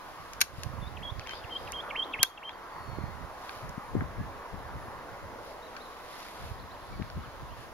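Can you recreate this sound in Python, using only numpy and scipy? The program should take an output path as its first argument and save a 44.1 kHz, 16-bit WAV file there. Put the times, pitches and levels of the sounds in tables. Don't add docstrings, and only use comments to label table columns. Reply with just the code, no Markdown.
import sys
import numpy as np
from scipy import signal
from scipy.fft import rfft, irfft, next_fast_len
from scipy.io import wavfile
from scipy.ndimage import uniform_filter1d

SR = 44100
rng = np.random.default_rng(int(sys.argv[2]) if len(sys.argv) > 2 else 0)


def waveform_to_disk(signal):
    frames = np.transpose(np.atleast_2d(signal))
    scaled = np.clip(frames, -1, 1) * 32767
    samples = np.round(scaled).astype(np.int16)
    wavfile.write(sys.argv[1], SR, samples)


N = 340893
TIME = np.arange(N) / SR

# (start of hold [s], pitch [Hz], drift over hold [Hz], level at end of hold [dB],
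# swell over hold [dB], lead-in chip [dB], left over right [dB])
NOTES = [(.815, 3580, 0, -58.5, -2, -73, 2), (1.038, 3420, -150, -45.5, -0.5, -52, 0.5),
         (1.277, 3216, -90.5, -48.5, -3.5, -50.5, 2), (1.509, 3230, -100, -43, 5.5, -46, 1),
         (1.741, 3280, -110, -39.5, 8, -47.5, -3.5), (1.972, 3183, 63.5, -35, 3.5, -38, -2),
         (2.204, 3240, 136, -37, 2.5, -38.5, -0.5), (2.445, 3170, 110.5, -45, -2, -48.5, .5)]
CHIP_TOP_HZ, CHIP_HZ, CHIP_LEAD_S, CHIP_FALL_S, CHIP_WIDTH_S = 3396, 2754, .064, .017, .0041
SLACK_HZ, SLACK_DB, SLACK_FADE_S = 1475, -9, .028
RISE_LEAD_S, RISE_S, ATTACK_S = .013, .004, .0089
HOLD_S, SAG_HZ, RELEASE_S = .066, 68.6, .003
FLICK_HZ, FLICK_S = 270, .008
# (time [s], length [s], start [Hz], middle [Hz], end [Hz], level [dB])
FAR_SLURS = [(2.525, .045, 4620, 4630, 4560, -63), (2.69, .5, 4660, 4330, 4250, -64),
             (4.14, .15, 1600, 1700, 1800, -54), (4.62, .07, 1700, 1780, 1700, -55),
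             (6.92, .07, 2350, 2230, 2200, -54), (7.23, .055, 3800, 2900, 2200, -60),
             (7.48, .09, 2500, 3100, 3550, -62)]
# (apex time [s], half length [s], apex [Hz], depth [Hz], level [dB])
FAR_TWITTERS = [(5.48, .03, 4100, 500, -63), (5.652, 0.035, 4020, 490, -54.5),
                (5.834, .036, 4190, 736, -51.5), (6.148, .026, 4530, 1710, -54),
                (6.61, .024, 4540, 1510, -53), (6.731, 0.029, 4350, 1390, -54)]
# (peak time [s], width [s], level [dB])
FAR_CALL_ECHOES = [(.89, .03, -61), (1.23, 0.037, -57.5), (1.36, 0.03, -51.5), (1.55, 0.14, -57.5),
                   (7.0, 0.32, -63.5)]
# (frequency [Hz], level [dB])
FAR_ECHO_COLOUR = [(1500, -27), (3000, -2), (4200, 0), (5000, 0), (6200, -31), (9000, -56)]

# (time [s], level [dB], tilt [dB/octave], top edge [Hz], decay time constant [s])
CLICKS = [(0.334, -38, 1, 10900, 0.0021), (0.4064, -29, 2, 13000, 0.0069), (0.414, -16, 0.5, 13500, 0.0047),
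          (0.4158, -16.5, -1.5, 12100, 0.0038), (0.438, -39, -1, 12000, 0.0049),
          (0.6344, -31, -0.5, 13000, 0.0021), (1.1958, -28.5, -5.5, 6500, 0.00037),
          (1.2725, -28.5, -6.5, 6460, 0.00045), (1.294, -32.5, -5, 6000, 0.0015),
          (1.31, -35, -6, 6000, 0.0014), (1.335, -30.5, -15, 6000, .001), (1.721, -32, 10, 8540, 0.0014),
          (2.2305, -6.5, 6.5, 13200, 0.0012), (2.232, -19, -3, 9200, 0.0035),
          (2.2345, -15, -6, 8900, 0.0011), (2.494, -29, 4, 3020, 0.00076), (3.494, -32, -4, 4450, 0.0016),
          (3.693, -45.5, 12, 7450, .002), (4.008, -29, -8, 1810, 0.0018),
          (5.7654, -38.5, -6.5, 6500, 0.005), (7.024, -36, -6.5, 5490, 0.00089),
          (7.101, -37, -6, 5500, 0.00075)]
# (frequency [Hz], level [dB])
CLICK_COLOUR = [(100, -24), (700, -15), (1300, -6.5), (2300, -0.5), (3200, -2.5), (4300, -1), (5600, -1.5),
                (6600, -0.5), (7600, -11), (9500, -6), (12300, -3.5), (14000, -11), (16000, -18.5)]
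# (frequency [Hz], width [Hz], level [dB])
BODY_MODES = [(1565, 50, 16), (2300, 110, 0), (4440, 140, 2), (5350, 160, 1), (5760, 140, 0),
              (6500, 160, -3), (10400, 300, -5)]

# (peak time [s], rise [s], fall [s], level [dB], left over right [dB])
GUSTS = [(.8, .22, 0.25, -39.5, -17), (1.63, .03, .17, -46, 0), (3.02, 0.1, .09, -34.5, -12.5),
         (3.24, .03, .04, -43.5, -13.5), (3.65, .03, .1, -39.5, -5), (3.98, .03, 0.062, -25, 4),
         (4.2, .035, .07, -33, -0.5), (4.55, 0.019, .04, -35, 6), (4.74, 0.088, .19, -39, -3),
         (5.25, .03, .08, -43, -3), (6.45, 0.038, .3, -41.5, 4), (7.0, 0.055, 0.057, -31.5, 2.5),
         (7.17, .025, 0.068, -33, 0), (7.43, 0.066, .16, -38.5, -1)]
# (time [s], level [dB], time scale [s], port)
BUFFETS = [(.587, -21.5, 0.003, "left"), (0.829, -23, 0.0022, "right"), (1.123, -19.5, 0.0038, "right"),
           (1.45, -27, 0.0038, "right"), (2.201, -26, 0.0028, "left"), (2.987, -17.5, 0.001, "right"),
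           (3.04, -19.5, 0.0023, "right"), (3.781, -19, 0.0017, "left"), (3.9539, -8.5, .0011, "left"),
           (3.968, -11, .0015, "left"), (4.023, -15, .0015, "right"), (4.212, -18, 0.0018, "right"),
           (6.518, -20.5, 0.0035, "right"), (7.0, -21, 0.00094, "left"), (7.02, -16, .002, "left")]
# (frequency [Hz], level [dB])
RUMBLE_COLOUR = [(15, -20), (35, -7.5), (60, 1), (110, -16.5), (180, -28.5), (400, -42.5), (4000, -88)]
EDDY_COLOUR = [(20, -16), (70, 4.5), (115, 3), (170, -3.5), (280, -12), (500, -23), (1200, -58),
               (4000, -87)]

# (peak time [s], width [s], level [dB])
RUSTLES = [(.19, 0.24, -57), (.62, 0.057, -52), (1.32, 0.052, -55), (1.623, 0.11, -54.5),
           (3.518, 0.099, -50.5), (5.477, 0.049, -54.5), (5.88, 0.2, -58.5), (6.22, 0.1, -48),
           (6.456, 0.065, -51.5), (7.614, 0.036, -54)]
# (frequency [Hz], level [dB])
RUSTLE_COLOUR = [(300, -36), (1500, 6), (3000, 2.5), (5000, 2), (6000, -3.5), (7500, -9), (10000, -6),
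                 (12300, -8), (14000, -14), (16000, -36)]
GRIT_COLOUR = [(500, -25), (1300, -4), (2500, 10), (4000, -12), (6000, -10), (7500, -23), (12000, -30)]

# (time [s], deep roar [dB], bright rush [dB])
STREAM_LEVELS = np.vstack([[(0.0, -56.5, -49), (1.27, -52, -50.5), (1.89, -49, -45), (2.08, -48.5, -47),
                 (2.2, -52, -47.5)], [(2.65, -54, -46), (2.83, -55, -46.5), (3.13, -54.5, -48),
                 (4.08, -50.5, -48), (5.1, -51, -48), (5.49, -49, -51.5), (6.09, -54, -50),
                 (6.57, -53.5, -51), (6.98, -54.5, -51), (7.73, -54, -51.5)]])
# (frequency [Hz], level [dB])
ROAR_COLOUR = [(20, 7), (120, -15.5), (280, -4.5), (400, -3), (540, 1), (700, -2), (1000, -8), (3000, -38),
               (8000, -67.5)]
RUSH_COLOUR = [(100, -28.5), (500, -14), (800, -3.5), (1050, 0.5), (1400, -6.5), (2000, -11.5), (2600, -24),
               (4000, -41), (8000, -58.5)]
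HISS_COLOUR = [(100, 14), (2500, 5), (4000, 2), (5500, -0.5), (7500, -7), (10500, -5), (13000, -8.5),
               (15800, -11)]
# (frequency [Hz], left-right likeness [0-1])
STREAM_IMAGE = [(50, 1), (250, 0.84), (450, 0.85), (1050, 0.79), (1500, 0.71), (2200, 1), (3000, 0.26)]
WIDE_IMAGE = [(20, 0.067), (16000, 0.046)]


def nuthatch(level_db=1, jitter=.0072, rasp=.06, flutter_db=3.9):
    out, t = np.zeros((2, N)), np.arange(-.08, .08, 1 / SR)
    waver, flutter, shake = jitter * wander(160), flutter_db * wander(60), wander(600)
    held, risen = np.clip(t / HOLD_S, 0, 1), step(t + RISE_LEAD_S, RISE_S)
    since_chip = t + CHIP_LEAD_S
    falling = np.minimum(SLACK_HZ + (CHIP_HZ - SLACK_HZ) * np.exp(-since_chip / CHIP_FALL_S), CHIP_TOP_HZ)
    scoop = FLICK_HZ * np.exp((t - HOLD_S) / FLICK_S) - SAG_HZ * np.sin(np.pi * held)
    slack = amp(SLACK_DB) * step(since_chip, ATTACK_S) * np.exp(-since_chip / SLACK_FADE_S)
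    chip = np.exp(-.5 * (since_chip / CHIP_WIDTH_S) ** 2) + slack
    hold = step(t + RISE_LEAD_S, ATTACK_S) * step(HOLD_S - t, RELEASE_S)
    for s, pitch, drift, db, swell_db, chip_db, side_db in NOTES:
        now = np.round((s + t) * SR).astype(int)
        hz = (1 - risen) * falling + risen * (pitch + drift * held + scoop)
        effort = amp(chip_db) * chip + amp(db + swell_db * (held - 1)) * hold
        rough_hz = hz * (1 + waver[now] + rasp * (1 - risen) * shake[now])
        throat = 1 / np.sqrt(1 + (1750 / hz) ** 8)
        add(out, s + t[0], pan(side_db) * effort * throat * whistle(rough_hz, flutter[now]))
    boulder = amp(-7) * reverb(out, t60=.019, delay=.0016)
    rocks = amp(-13) * reverb(out, t60=.2, delay=.0029)
    valley = amp(-19) * reverb(out, t60=.83, delay=.022)
    return amp(level_db) * (out + boulder + rocks + valley)


def whistle(hz, db):
    phase = 2 * np.pi * np.cumsum(hz) / SR
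    return np.sqrt(2) * amp(db) * (np.sin(phase) + amp(-42) * np.sin(2 * phase))


def far_birds(level_db=-3, arch_power=1.8, apex_break_s=.008, downstroke_db=-5):
    out = np.zeros((2, N))
    for s, length, *pitch, db in FAR_SLURS:
        u = np.linspace(0, 1, int(length * SR))
        hz = np.polyval(np.polyfit([0, .5, 1], pitch, 2), u)
        envelope = np.interp(u, [0, .15, .5, 1], [0, 1.1, 1, 0])
        add(out, s, pan(0) * envelope * whistle(hz, db))
    for s, half, apex, depth, db in FAR_TWITTERS:
        u = np.linspace(-1, 1, int(2 * half * SR))
        hz = apex - depth * abs(u) ** arch_power
        envelope = (1 - u ** 4) * (1 - np.exp(-(u * half / apex_break_s) ** 2))
        add(out, s - half, pan(0) * envelope * whistle(hz, db + downstroke_db * (u > 0)))
    rocks = amp(-5) * reverb(out, t60=.054, delay=.0011)
    slopes = amp(-3) * reverb(out, t60=3.3, delay=.012)
    return amp(level_db) * (out + rocks + slopes)


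def far_call_echoes(level_db=-1, grain_db=1.5):
    band = noise(FAR_ECHO_COLOUR, WIDE_IMAGE, 3.5)
    return amp(level_db + grain_db * wander(250)) * swells(FAR_CALL_ECHOES) * band


def camera_clicks(centre=.61, crack=.88, side_db=2, tail_db=-19, full_ring_s=.003):
    out, size = np.zeros((2, N)), 4096
    t, hz = np.arange(size) / SR, np.fft.rfftfreq(size, 1 / SR)
    modes = sum(amp(db) / (1 + 2j * (hz - f) / width) for f, width, db in BODY_MODES)
    octaves = np.log2(np.maximum(hz, 1300) / 4000)
    for s, db, tilt_db, top_hz, decay in CLICKS:
        shared, *own = rng.standard_normal((3, size))
        snap = (centre * shared + np.array(own)) * np.exp(-t / decay)
        snap[:, 0] = crack * np.linalg.norm(snap[0]) * min(1, .00225 / decay)
        eq = amp(read(CLICK_COLOUR, hz) + tilt_db * octaves) / np.sqrt(1 + (hz / top_hz) ** 10)
        log_eq = np.log(np.r_[eq, eq[-2:0:-1]])
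        minimum_phase = np.exp(np.conj(signal.hilbert(log_eq)))[:len(hz)]
        body = 1 + min(1, decay / full_ring_s) * modes
        click = irfft(rfft(snap) * minimum_phase * body)
        click /= np.linalg.norm(click, axis=1, keepdims=True)
        add(out, s, amp(db) * np.sqrt(decay * SR) * click)
    return pan(side_db) * (out + amp(tail_db) * reverb(out, t60=.21, delay=.007))


def wind(rumble_db=-4, eddy_db=-3, rumble_follow=.83, lumps_db=4.5):
    gust_db = gusts()
    usual_db = np.median(gust_db)
    rumble_gain = amp(rumble_db + usual_db + rumble_follow * (gust_db - usual_db)) * pan(-2)
    rumble = rumble_gain * noise(RUMBLE_COLOUR, WIDE_IMAGE, .89)
    lumps = amp(lumps_db * np.array([wander(25), wander(25)]))
    eddies = unit(lumps * noise(EDDY_COLOUR, WIDE_IMAGE, 1))
    return rumble + amp(eddy_db + gust_db) * eddies


def gusts(calm_db=-65, calm_side_db=-7):
    power = (amp(calm_db) * pan(calm_side_db)) ** 2
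    for s, rise, fall, db, side_db in GUSTS:
        envelope = np.exp(-np.maximum((s - TIME) / rise, (TIME - s) / fall))
        power = power + (amp(db) * pan(side_db) * envelope) ** 2
    return 10 * np.log10(power)


def buffets(level_db=-2.5, far_port_db=-24.5):
    out = np.zeros((2, N))
    for s, db, scale, port in BUFFETS:
        u = np.arange(-4 * scale, 4 * scale, 1 / SR) / scale
        push = np.sin(2 * u + rng.uniform(-1.05, 1, (2, 1))) * np.exp(-abs(u) / 2) * np.hanning(len(u))
        far = np.array([[port != "left"], [port != "right"]])
        add(out, s - 4 * scale, amp(db + level_db + far_port_db * far) * push)
    return out


def sleeve(level_db=-2, grain_db=1.5):
    cloth = noise(RUSTLE_COLOUR, [(20, .5), (16000, .5)], 1.4)
    return amp(level_db + grain_db * wander(250)) * swells(RUSTLES) * cloth


def scuff(time_s=1.308, width_s=.026, level_db=-48, grain_db=4.5):
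    envelope = swells([(time_s, width_s, level_db)]) * unit(amp(grain_db * wander(400)))
    return envelope * noise(GRIT_COLOUR, [(20, .7), (16000, .55)], 1)


def stream(roar_db=3, rush_db=2):
    s, *levels = np.transpose(STREAM_LEVELS)
    roar_gain, rush_gain = (amp(np.interp(TIME, s, db)) for db in levels)
    roar = amp(roar_db) * roar_gain * noise(ROAR_COLOUR, STREAM_IMAGE, 1.4)
    rush = amp(rush_db) * rush_gain * noise(RUSH_COLOUR, STREAM_IMAGE, 1.5)
    return pan(-.5) * (roar + rush)


def hiss(level_db=-54, fizz_db=-71, first_s=.85, width_s=.074):
    from_beat = (TIME - first_s + .5) % 1 - .5
    pulse = np.exp(-(from_beat / width_s) ** 2)
    fizz = noise([(9000, -50), (10300, -6), (10900, 4), (12000, -50)], [(20, .9), (16000, .51)], 1)
    return amp(level_db) * noise(HISS_COLOUR, WIDE_IMAGE, 1) + amp(fizz_db) * pulse * fizz


def noise(colour, image, patchy_db):
    hz = np.fft.rfftfreq(2048, 1 / SR)
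    a, b, c, d, patches = rng.standard_normal((5, N // 512 + 5, len(hz)))
    patches = unit(uniform_filter1d(uniform_filter1d(patches, size=7, axis=0), size=16, axis=1))
    likeness = np.clip(read(image, hz), -1, 1)
    left = a + 1j * b
    right = likeness * left + np.sqrt(1 - likeness ** 2) * (c + 1j * d)
    spectra = np.array([left, right]) * amp(read(colour, hz) + patchy_db * patches)
    return unit(signal.istft(spectra.swapaxes(1, 2), nperseg=2048, noverlap=1536)[1][:, :N])


def reverb(x, t60, delay):
    t = np.arange(SR) / SR
    taps = rng.standard_normal((2, SR)) * np.exp(-np.log(1000) * t / t60) * (t > delay)
    return signal.oaconvolve(x, taps / np.linalg.norm(taps, axis=1, keepdims=True), axes=1)[:, :N]


def wander(rate_hz):
    size = next_fast_len(N, True)
    hz = np.fft.rfftfreq(size, 1 / SR)
    return unit(irfft(rfft(rng.standard_normal(size)) * np.exp(-(hz / rate_hz) ** 2), size))[:N]


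def swells(rows):
    return sum(amp(db) * np.exp(-.5 * ((TIME - s) / width) ** 2) for s, width, db in rows)


def step(t, width):
    return .5 + .5 * np.tanh(.5 * t / width)


def amp(db):
    return 10 ** (np.asarray(db) / 20)


def unit(x):
    return x / np.sqrt(np.mean(x ** 2) + 1e-20)


def read(points, hz):
    f, value = np.transpose(points)
    return np.interp(np.log(hz + 1), np.log(f + 1), value)


def pan(db):
    return amp([[db / 2], [-db / 2]])


def add(mix, s, sound):
    part = mix[:, round(s * SR):][:, :sound.shape[1]]
    part += sound[:, :part.shape[1]]


def scene(lag_samples=4):
    left, right = camera_clicks() + sleeve() + far_call_echoes() + scuff() + stream()
    from_left = np.array([left, np.pad(right, (lag_samples, 0))[:N]])
    return nuthatch() + far_birds() + from_left + wind() + buffets() + hiss()


def record(dry, low_cut_hz=38, notch_hz=8250, top_hz=15800, threshold_db=-20, slope=.7):
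    size = next_fast_len(N, True)
    hz = np.fft.rfftfreq(size, 1 / SR)
    eq = hz / np.hypot(hz, low_cut_hz) * amp(-38 * np.exp(-((hz - notch_hz) / 320) ** 2))
    shaped = irfft(rfft(dry, size) * eq, size)[:, :N]
    power_db = 10 * np.log10(signal.lfilter(np.ones(130) / 130, 1, (shaped ** 2).mean(0)) + 1e-12)
    release = 20 * TIME
    peak_db = np.maximum.accumulate(power_db + release) - release
    over_db = np.maximum(peak_db - threshold_db, 0)
    attack = np.exp(-1 / (.0078 * SR))
    ducked = shaped / amp(slope * signal.lfilter([1 - attack], [1, -attack], over_db))
    band_limit = signal.firwin(511, top_hz, window=("kaiser", 9), fs=SR)
    return signal.oaconvolve(np.clip(ducked, -.9, .9), band_limit[None], "same")


dry = scene()
out = record(dry)
waveform_to_disk(out)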